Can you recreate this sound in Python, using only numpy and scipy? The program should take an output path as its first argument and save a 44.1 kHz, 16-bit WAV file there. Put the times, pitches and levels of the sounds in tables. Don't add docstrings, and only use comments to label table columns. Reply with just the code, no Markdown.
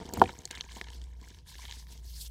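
import sys
import numpy as np
from scipy import signal
from scipy.io import wavfile

SR = 44100
rng = np.random.default_rng(int(sys.argv[2]) if len(sys.argv) > 2 else 0)


def gain_from_decibels(decibels):
    exponent = np.asarray(decibels, float) / 20
    return 10 ** exponent


def materialize(psi):
    bounded = np.clip(np.atleast_2d(psi).T, -1, 1)
    quanta = np.round(bounded * 32767).astype(np.int16)
    wavfile.write(sys.argv[1], SR, quanta)


N = 101430

# (time [s], peak level [dB], ring [Hz], tearing time constant [ms], broad crack share [0-1])
SNAP_EVENTS = [(0.055, -39, 4200, 3.6, 0.35), (0.0641, -39, 4280, 1.6, 0.65), (0.0908, -36.5, 6220, 1.6, 0),
               (.1366, -24, 7100, 1.8, 0.33), (0.1373, -20.5, 12200, 2.6, 0),
               (0.1719, -35.5, 1970, 4.4, 0.6), (.175, -28.5, 14300, 2, 0.1), (.197, -31, 4770, 1.6, 0.25),
               (.2162, -22, 3180, 2.5, 0.17), (0.2184, -24, 11900, 1.4, 1), (0.239, -29, 2880, 3.1, 0.38),
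               (.2576, -29.5, 2200, 2.6, 0), (0.2927, -28.5, 1680, 3.4, 0.45),
               (0.3046, -41.5, 3876, 1.7, 0.4), (0.3891, -34, 7200, 1.2, 0.03), (.419, -41.5, 3900, 1.1, 1),
               (0.4541, -22, 6600, 1.9, 0), (.476, -37.5, 3150, 2.6, 0.9), (0.506, -36, 3080, 6.1, 0),
               (0.5107, -24, 3400, 3.9, 0.98), (0.51, -29.5, 8000, 1.9, 0.22), (.518, -43, 3000, 1.3, 0.3),
               (.552, -31.5, 3680, 3.4, 0.42), (0.5743, -32, 2600, 0.75, 0), (0.583, -44, 3450, 2.8, .5),
               (.5865, -48, 6960, 0.8, 0), (0.609, -19, 3700, 0.99, 0.04), (0.641, -42, 2100, 3.1, 0.57),
               (.713, -41.5, 2120, 1.7, 0.5), (0.72, -39, 4100, 2.2, 0.23), (0.754, -38.5, 6470, 0.78, 0.7),
               (0.8132, -22, 2480, 0.34, 0.36), (0.842, -39.5, 3640, 2.7, 0.33), (0.885, -38, 3540, 2.2, 0),
               (.9028, -41.5, 6300, 1.1, 0.1), (1.0163, -39.5, 4380, 1, 0.31),
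               (1.04, -42, 4310, 1.93, 0.62), (1.214, -46, 5500, 1.8, 0.1),
               (1.2863, -38.5, 7000, 0.26, 0.45), (1.3037, -43, 5060, 1.37, 0),
               (1.346, -42.5, 3780, 1.8, 0.1), (1.387, -46.5, 5320, 0.88, 0), (1.554, -38.5, 2880, 2.1, 0),
               (1.583, -37.5, 3900, 0.5, 0.04), (1.598, -39, 3900, 1.6, 0.04), (1.625, -43, 3600, .8, 0.1),
               (1.638, -40, 3000, 1.6, 0.4), (1.653, -32.5, 3220, 0.84, 0.3), (1.658, -41, 3100, 1.4, 0),
               (1.681, -37.5, 3180, 1.2, 0), (1.7114, -26.5, 4000, 0.7, 0), (1.7242, -28.5, 3090, 1.4, 0.4),
               (1.7362, -42, 4400, .8, 0.1), (1.751, -45, 4020, 0.71, 0), (1.869, -42.5, 3042, 1.4, 0.5),
               (1.924, -37.5, 5010, 4, 0.95), (1.977, -44.5, 5050, 0.75, 0.37)]
FIRST_BREAK = 9
SNAP_CYCLES = 4.7
BARE_SPAN, TOP_SPAN = 2.18, 3.0
# (frequency [Hz], relative level [dB], decay to -60 dB [s])
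BLOCK_MODES = [(970, -11.5, .012), (1706, -7, 0.014), (2182, 0.5, 0.0035), (3100, -1.5, 0.0074),
               (3800, -2, 0.0032), (4400, -2, 0.0068), (5500, -6, .006), (6500, -2.5, .006),
               (7870, -8, .005)]
BLOCK_DB, BLOCK_REACH_OCT, BLOCK_SCATTER_DB = 0, .8, 2

# (time [s], peak level [dB], contact cut-off [Hz])
KNOCK_EVENTS = [(.003, -40, 300), (0.052, -34.5, 428), (0.09, -39, 970), (0.1347, -27, 453),
                (.154, -50, 1487), (0.1715, -29.5, 1610), (0.174, -30, 263), (0.183, -24.5, 220),
                (0.2, -24.5, 297), (0.2163, -3.5, 3600), (0.238, -24, 580), (0.247, -41, 299.7),
                (0.261, -33, 299), (0.276, -35, 99), (0.292, -32.5, 2000), (0.297, -38.5, 520),
                (0.387, -45.5, 264), (.450, -47, 756), (0.507, -41.5, 800), (.575, -45.5, 660),
                (0.609, -46.5, 200), (.643, -48, 640), (0.767, -38, 890), (0.811, -41.5, 800),
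                (1.018, -55, 304.3), (1.216, -48, 439.3), (1.305, -44, 255), (1.551, -52.5, 360),
                (1.641, -47.5, 900), (1.768, -53, 620), (1.926, -52, 417)]
# (frequency [Hz], relative level [dB], decay to -60 dB [s])
TRAY_MODES = [(91.7, -23, 0.078), (199.6, -14, 0.033), (302.4, -13, 0.028), (371.2, -13.5, .06),
              (468, -10, 0.039), (490, -12.5, 0.064), (690, -13, 0.062), (761, -10, 0.055), (937, 2, 0.02),
              (1200, -7, 0.017), (1387, -8.5, .022), (1750, -11, 0.012)]
MODE_SCATTER_DB = 2
PATTER_PER_S, PATTER_CUT_HZ, PATTER_DRIVE_DB = 140, 700, -39

# (time [s], crackle level [dB], patter level before its drive [dB])
FIST_WORK = [(0, -53.5, -37), (.05, -62, -45.5), (.15, -51, -43), (.25, -52, -38), (.33, -53, -51),
             (.37, -59.5, -52), (.42, -59.5, -49), (.5, -62.5, -79), (.55, -49, -51), (.67, -60.5, -66.5),
             (.77, -48.5, -46.5), (.86, -56, -57), (.97, -65.5, -55.5), (1.08, -68.5, -63),
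             (1.18, -73, -64), (1.23, -61, -62), (1.38, -62.5, -66), (1.43, -85, -67), (1.49, -58, -71),
             (1.6, -58.5, -66), (1.7, -56, -66), (1.81, -60.5, -73), (1.86, -70.5, -73),
             (1.92, -64.5, -53.5), (2.02, -70.5, -66.5), (2.3, -70, -66.5)]
# (frequency [Hz], relative level [dB])
CRUMB_SPECTRUM = [(950, -4.5), (1800, -5.5), (3100, -4.5), (4400, -10.5), (6500, -8.5), (8000, -9.5)]
CRUMB_RATIOS = [.97, 1, 1.04]
CRUMBS_PER_S, CRUMB_SIZE_DB, CRUMB_CLUMP_DB = 1800, 3.5, 5.5
CRUMB_MS, CRUMB_CYCLES = .7, 17

# (time [s], hiss level [dB], brightness [dB per octave])
SKIN_SLIDE = [(0, -59, -10.5), (.1, -68, 0), (.2, -57, 0.5), (.33, -66, 1), (.45, -68.5, -1), (.55, -68, 6),
              (.67, -66.5, -4), (.78, -58.5, 0), (.88, -70.5, -5), (.95, -57, -2.5), (1.0, -67.5, -4),
              (1.15, -79.5, 0.5), (1.25, -68.5, -1.5), (1.38, -64.5, -5), (1.44, -79, -5.5),
              (1.49, -52.5, -0.5), (1.54, -57.5, -2.5), (1.8, -54.5, -3.5), (1.86, -71.5, 1),
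              (1.92, -56.5, -3.5), (2.02, -72.5, 0), (2.06, -59.5, 2.5), (2.16, -53, -1.5), (2.2, -50, 2.5),
              (2.218, -43, 3), (2.23, -49, 1.5), (2.275, -51, -2), (2.287, -68.5, 9), (2.3, -67, 1)]
# (frequency [Hz], relative density [dB per Hz])
HISS_SPECTRUM = [(1300, -21), (2500, -17), (3000, -7), (4000, -1), (5200, 0), (6800, -5), (9000, -6),
                 (12000, -8.5), (16000, -10.5)]
HISS_PATCHY_DB, TILT_PIVOT_HZ = 2.5, 7000

# (time [s], frequency [Hz], level [dB]), before the waver
HUM_COURSE = [(0, 60.4, -57.5), (.3, 60.4, -49.5), (.45, 61.6, -72), (.58, 59.7, -53), (.8, 59.1, -50),
              (1.0, 61.4, -42.5), (1.2, 59, -46.5), (1.27, 60.3, -53.5), (1.35, 57.2, -58),
              (1.43, 57.57, -60.5), (1.56, 58.27, -49.5), (1.9, 58.7, -45.5), (2.23, 56.3, -44),
              (2.3, 55.8, -44.5)]
HUM_WAVER_DB, HUM_WAVER_HZ = .8, .5
# (frequency [Hz], relative density [dB per Hz])
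RUMBLE_SPECTRUM = [(25, -8.5), (50, 7), (85, 5), (112, -9), (145, -1.5), (200, -17.5), (400, -22),
                   (900, -38.5)]
RUMBLE_DB = -55.5

BASS_CUT_HZ, TOP_CUT_HZ = 30, 16900


def rms_one(x):
    return x / np.sqrt(np.mean(x ** 2) + 1e-20)


def in_time(rows):
    s, *columns = np.transpose(rows)
    return [np.interp(np.arange(N) / SR, s, c) for c in columns]


def at_hz(points, hz):
    table_hz, table_db = np.transpose(points)
    return np.interp(np.log(hz), np.log(table_hz), table_db)


def drift(rate):
    step = 40
    r = np.exp(-2 * np.pi * rate * step / SR)
    noise = rng.standard_normal(N // step + 2002)
    slow = signal.lfilter([1], [1, -2 * r, r * r], noise)[2000:]
    return np.interp(np.arange(N) / step, np.arange(len(slow)), rms_one(slow - slow.mean()))


def ring(push, hz, t60):
    r = gain_from_decibels(-60 / (t60 * SR))
    w = 2 * np.pi * min(hz, .45 * SR) / SR
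    return signal.lfilter([0, np.sin(w)], [1, -2 * r * np.cos(w), r * r], push + 1e-18)


def soften(x, hz):
    r = np.exp(-2 * np.pi * hz / SR)
    return signal.lfilter([(1 - r) ** 2], [1, -2 * r, r * r], x)


def clicks(per_s, size_db):
    size = gain_from_decibels(size_db * np.minimum(rng.exponential(1, N), 4))
    sign = rng.choice([-1, 1], N)
    return size * sign * (rng.random(N) < per_s / SR)


def banded_noise(spectrum, low_hz, patchy_db, tilt_db, count):
    edges = low_hz * 2 ** (np.arange(count + 1) / 3)
    white = rng.standard_normal((2, N))
    together = drift(60)
    out, power = 0, 0
    for k, (low, high) in enumerate(zip(edges, edges[1:])):
        hz = np.sqrt(low * high)
        bandpass = signal.butter(2, [low, min(high, .45 * SR)], "band", fs=SR, output="sos")
        band = signal.sosfilt(bandpass, white[k % 2])
        gain = gain_from_decibels(at_hz(spectrum, hz) + tilt_db * np.log2(hz / TILT_PIVOT_HZ))
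        flicker = gain_from_decibels(patchy_db * (.5 * together + drift(23)))
        out = out + gain * flicker * band
        power = power + gain ** 2 * (high - low) / (SR / 2)
    return out / np.sqrt(power)


def block_ring(burst, snap_hz):
    scatter = rng.normal(0, BLOCK_SCATTER_DB, len(BLOCK_MODES))
    out = 0
    for k, (hz, db, t60) in enumerate(BLOCK_MODES):
        reach = np.exp(-(np.log2(hz / snap_hz) / BLOCK_REACH_OCT) ** 2)
        out = out + (-1) ** k * gain_from_decibels(db + scatter[k]) * reach * ring(burst, hz, t60)
    return gain_from_decibels(BLOCK_DB) * out


def snaps():
    t = np.arange(1536) / SR
    out = np.zeros(N + 2048)
    for s, db, hz, tear_ms, broad in SNAP_EVENTS:
        burst = rng.standard_normal(len(t)) * np.exp(-t * 1000 / max(tear_ms, .1))
        burst[0] += FIRST_BREAK
        rung = ring(burst, hz, SNAP_CYCLES / hz) + block_ring(burst, hz)
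        rung = rung - soften(rung, hz / 3)
        bare_band = signal.butter(2, [hz / BARE_SPAN, min(hz * BARE_SPAN, .45 * SR)], "band", fs=SR)
        bare = signal.lfilter(*bare_band, burst)
        broad = np.clip(broad, 0, 1)
        one = (1 - broad) * rms_one(rung) + broad * rms_one(bare)
        one = soften(one, hz * TOP_SPAN)
        i = int(s * SR)
        out[i:i + len(t)] += gain_from_decibels(db) * one / np.abs(one).max()
    return out[:N]


def patter_push(patter_db):
    push = soften(clicks(PATTER_PER_S, 1.7), PATTER_CUT_HZ)
    return gain_from_decibels(patter_db + PATTER_DRIVE_DB) * rms_one(push)


def tray(patter):
    hit = np.eye(1, 8000)[0]
    out = sum(gain_from_decibels(db) * ring(patter, hz, t60) for hz, db, t60 in TRAY_MODES)
    out = np.append(out, np.zeros(len(hit)))
    phase = (-1) ** np.arange(1, len(TRAY_MODES) + 1)
    for s, db, cut_hz in KNOCK_EVENTS:
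        push = soften(soften(hit, cut_hz), cut_hz)
        strength = phase * gain_from_decibels(rng.normal(0, MODE_SCATTER_DB, len(TRAY_MODES)))
        one = sum(g * gain_from_decibels(mode_db) * ring(push, hz, t60)
                  for (hz, mode_db, t60), g in zip(TRAY_MODES, strength))
        i = int(s * SR)
        out[i:i + len(hit)] += gain_from_decibels(db) * one / np.abs(one).max()
    return out[:N]


def crumbs():
    rate = CRUMBS_PER_S * gain_from_decibels(CRUMB_CLUMP_DB * drift(60))
    grains = clicks(rate, CRUMB_SIZE_DB)
    pitches = np.outer([hz for hz, _, _ in BLOCK_MODES], CRUMB_RATIOS).ravel()
    dealt = rng.integers(0, len(pitches), N)
    grit = rng.standard_normal(N)
    fade = np.exp(-1000 / (CRUMB_MS * SR))
    out = 0
    for k, hz in enumerate(pitches):
        rasp = grit * signal.lfilter([1], [1, -fade], grains * (dealt == k) + 1e-18)
        rung = ring(rasp, hz, CRUMB_CYCLES / hz)
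        rung = ring(rung, hz, CRUMB_CYCLES / 2 / hz)
        out = out + gain_from_decibels(at_hz(CRUMB_SPECTRUM, hz)) * rms_one(rung)
    return rms_one(out)


def slide():
    hiss_db, bright_db = in_time(SKIN_SLIDE)
    return gain_from_decibels(hiss_db) * banded_noise(HISS_SPECTRUM, 1300, HISS_PATCHY_DB, bright_db, count=11)


def hum():
    hz, db = in_time(HUM_COURSE)
    level = gain_from_decibels(db + HUM_WAVER_DB * drift(11))
    phase = 2 * np.pi * np.cumsum(hz + HUM_WAVER_HZ * drift(7.1)) / SR
    return np.sqrt(2) * level * np.sin(phase)


def rumble():
    return gain_from_decibels(RUMBLE_DB) * banded_noise(RUMBLE_SPECTRUM, 25.3, 0.67, 0, count=16)


def scene():
    crackle_db, patter_db = in_time(FIST_WORK)
    crackle = gain_from_decibels(crackle_db) * crumbs()
    mix = snaps() + tray(patter_push(patter_db)) + crackle + slide() + hum() + rumble()
    return mix[None]


def band_limit(x):
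    return signal.sosfilt(signal.butter(12, 16520, fs=SR, output="sos"), x)


def record(dry):
    bass_cut = signal.butter(2, BASS_CUT_HZ, "high", fs=SR, output="sos")
    top_cut = signal.cheby2(10, 60, TOP_CUT_HZ, fs=SR, output="sos")
    mix = signal.sosfilt(top_cut, signal.sosfilt(bass_cut, dry))
    return band_limit(mix)


dry = scene()
out = record(dry)
materialize(out)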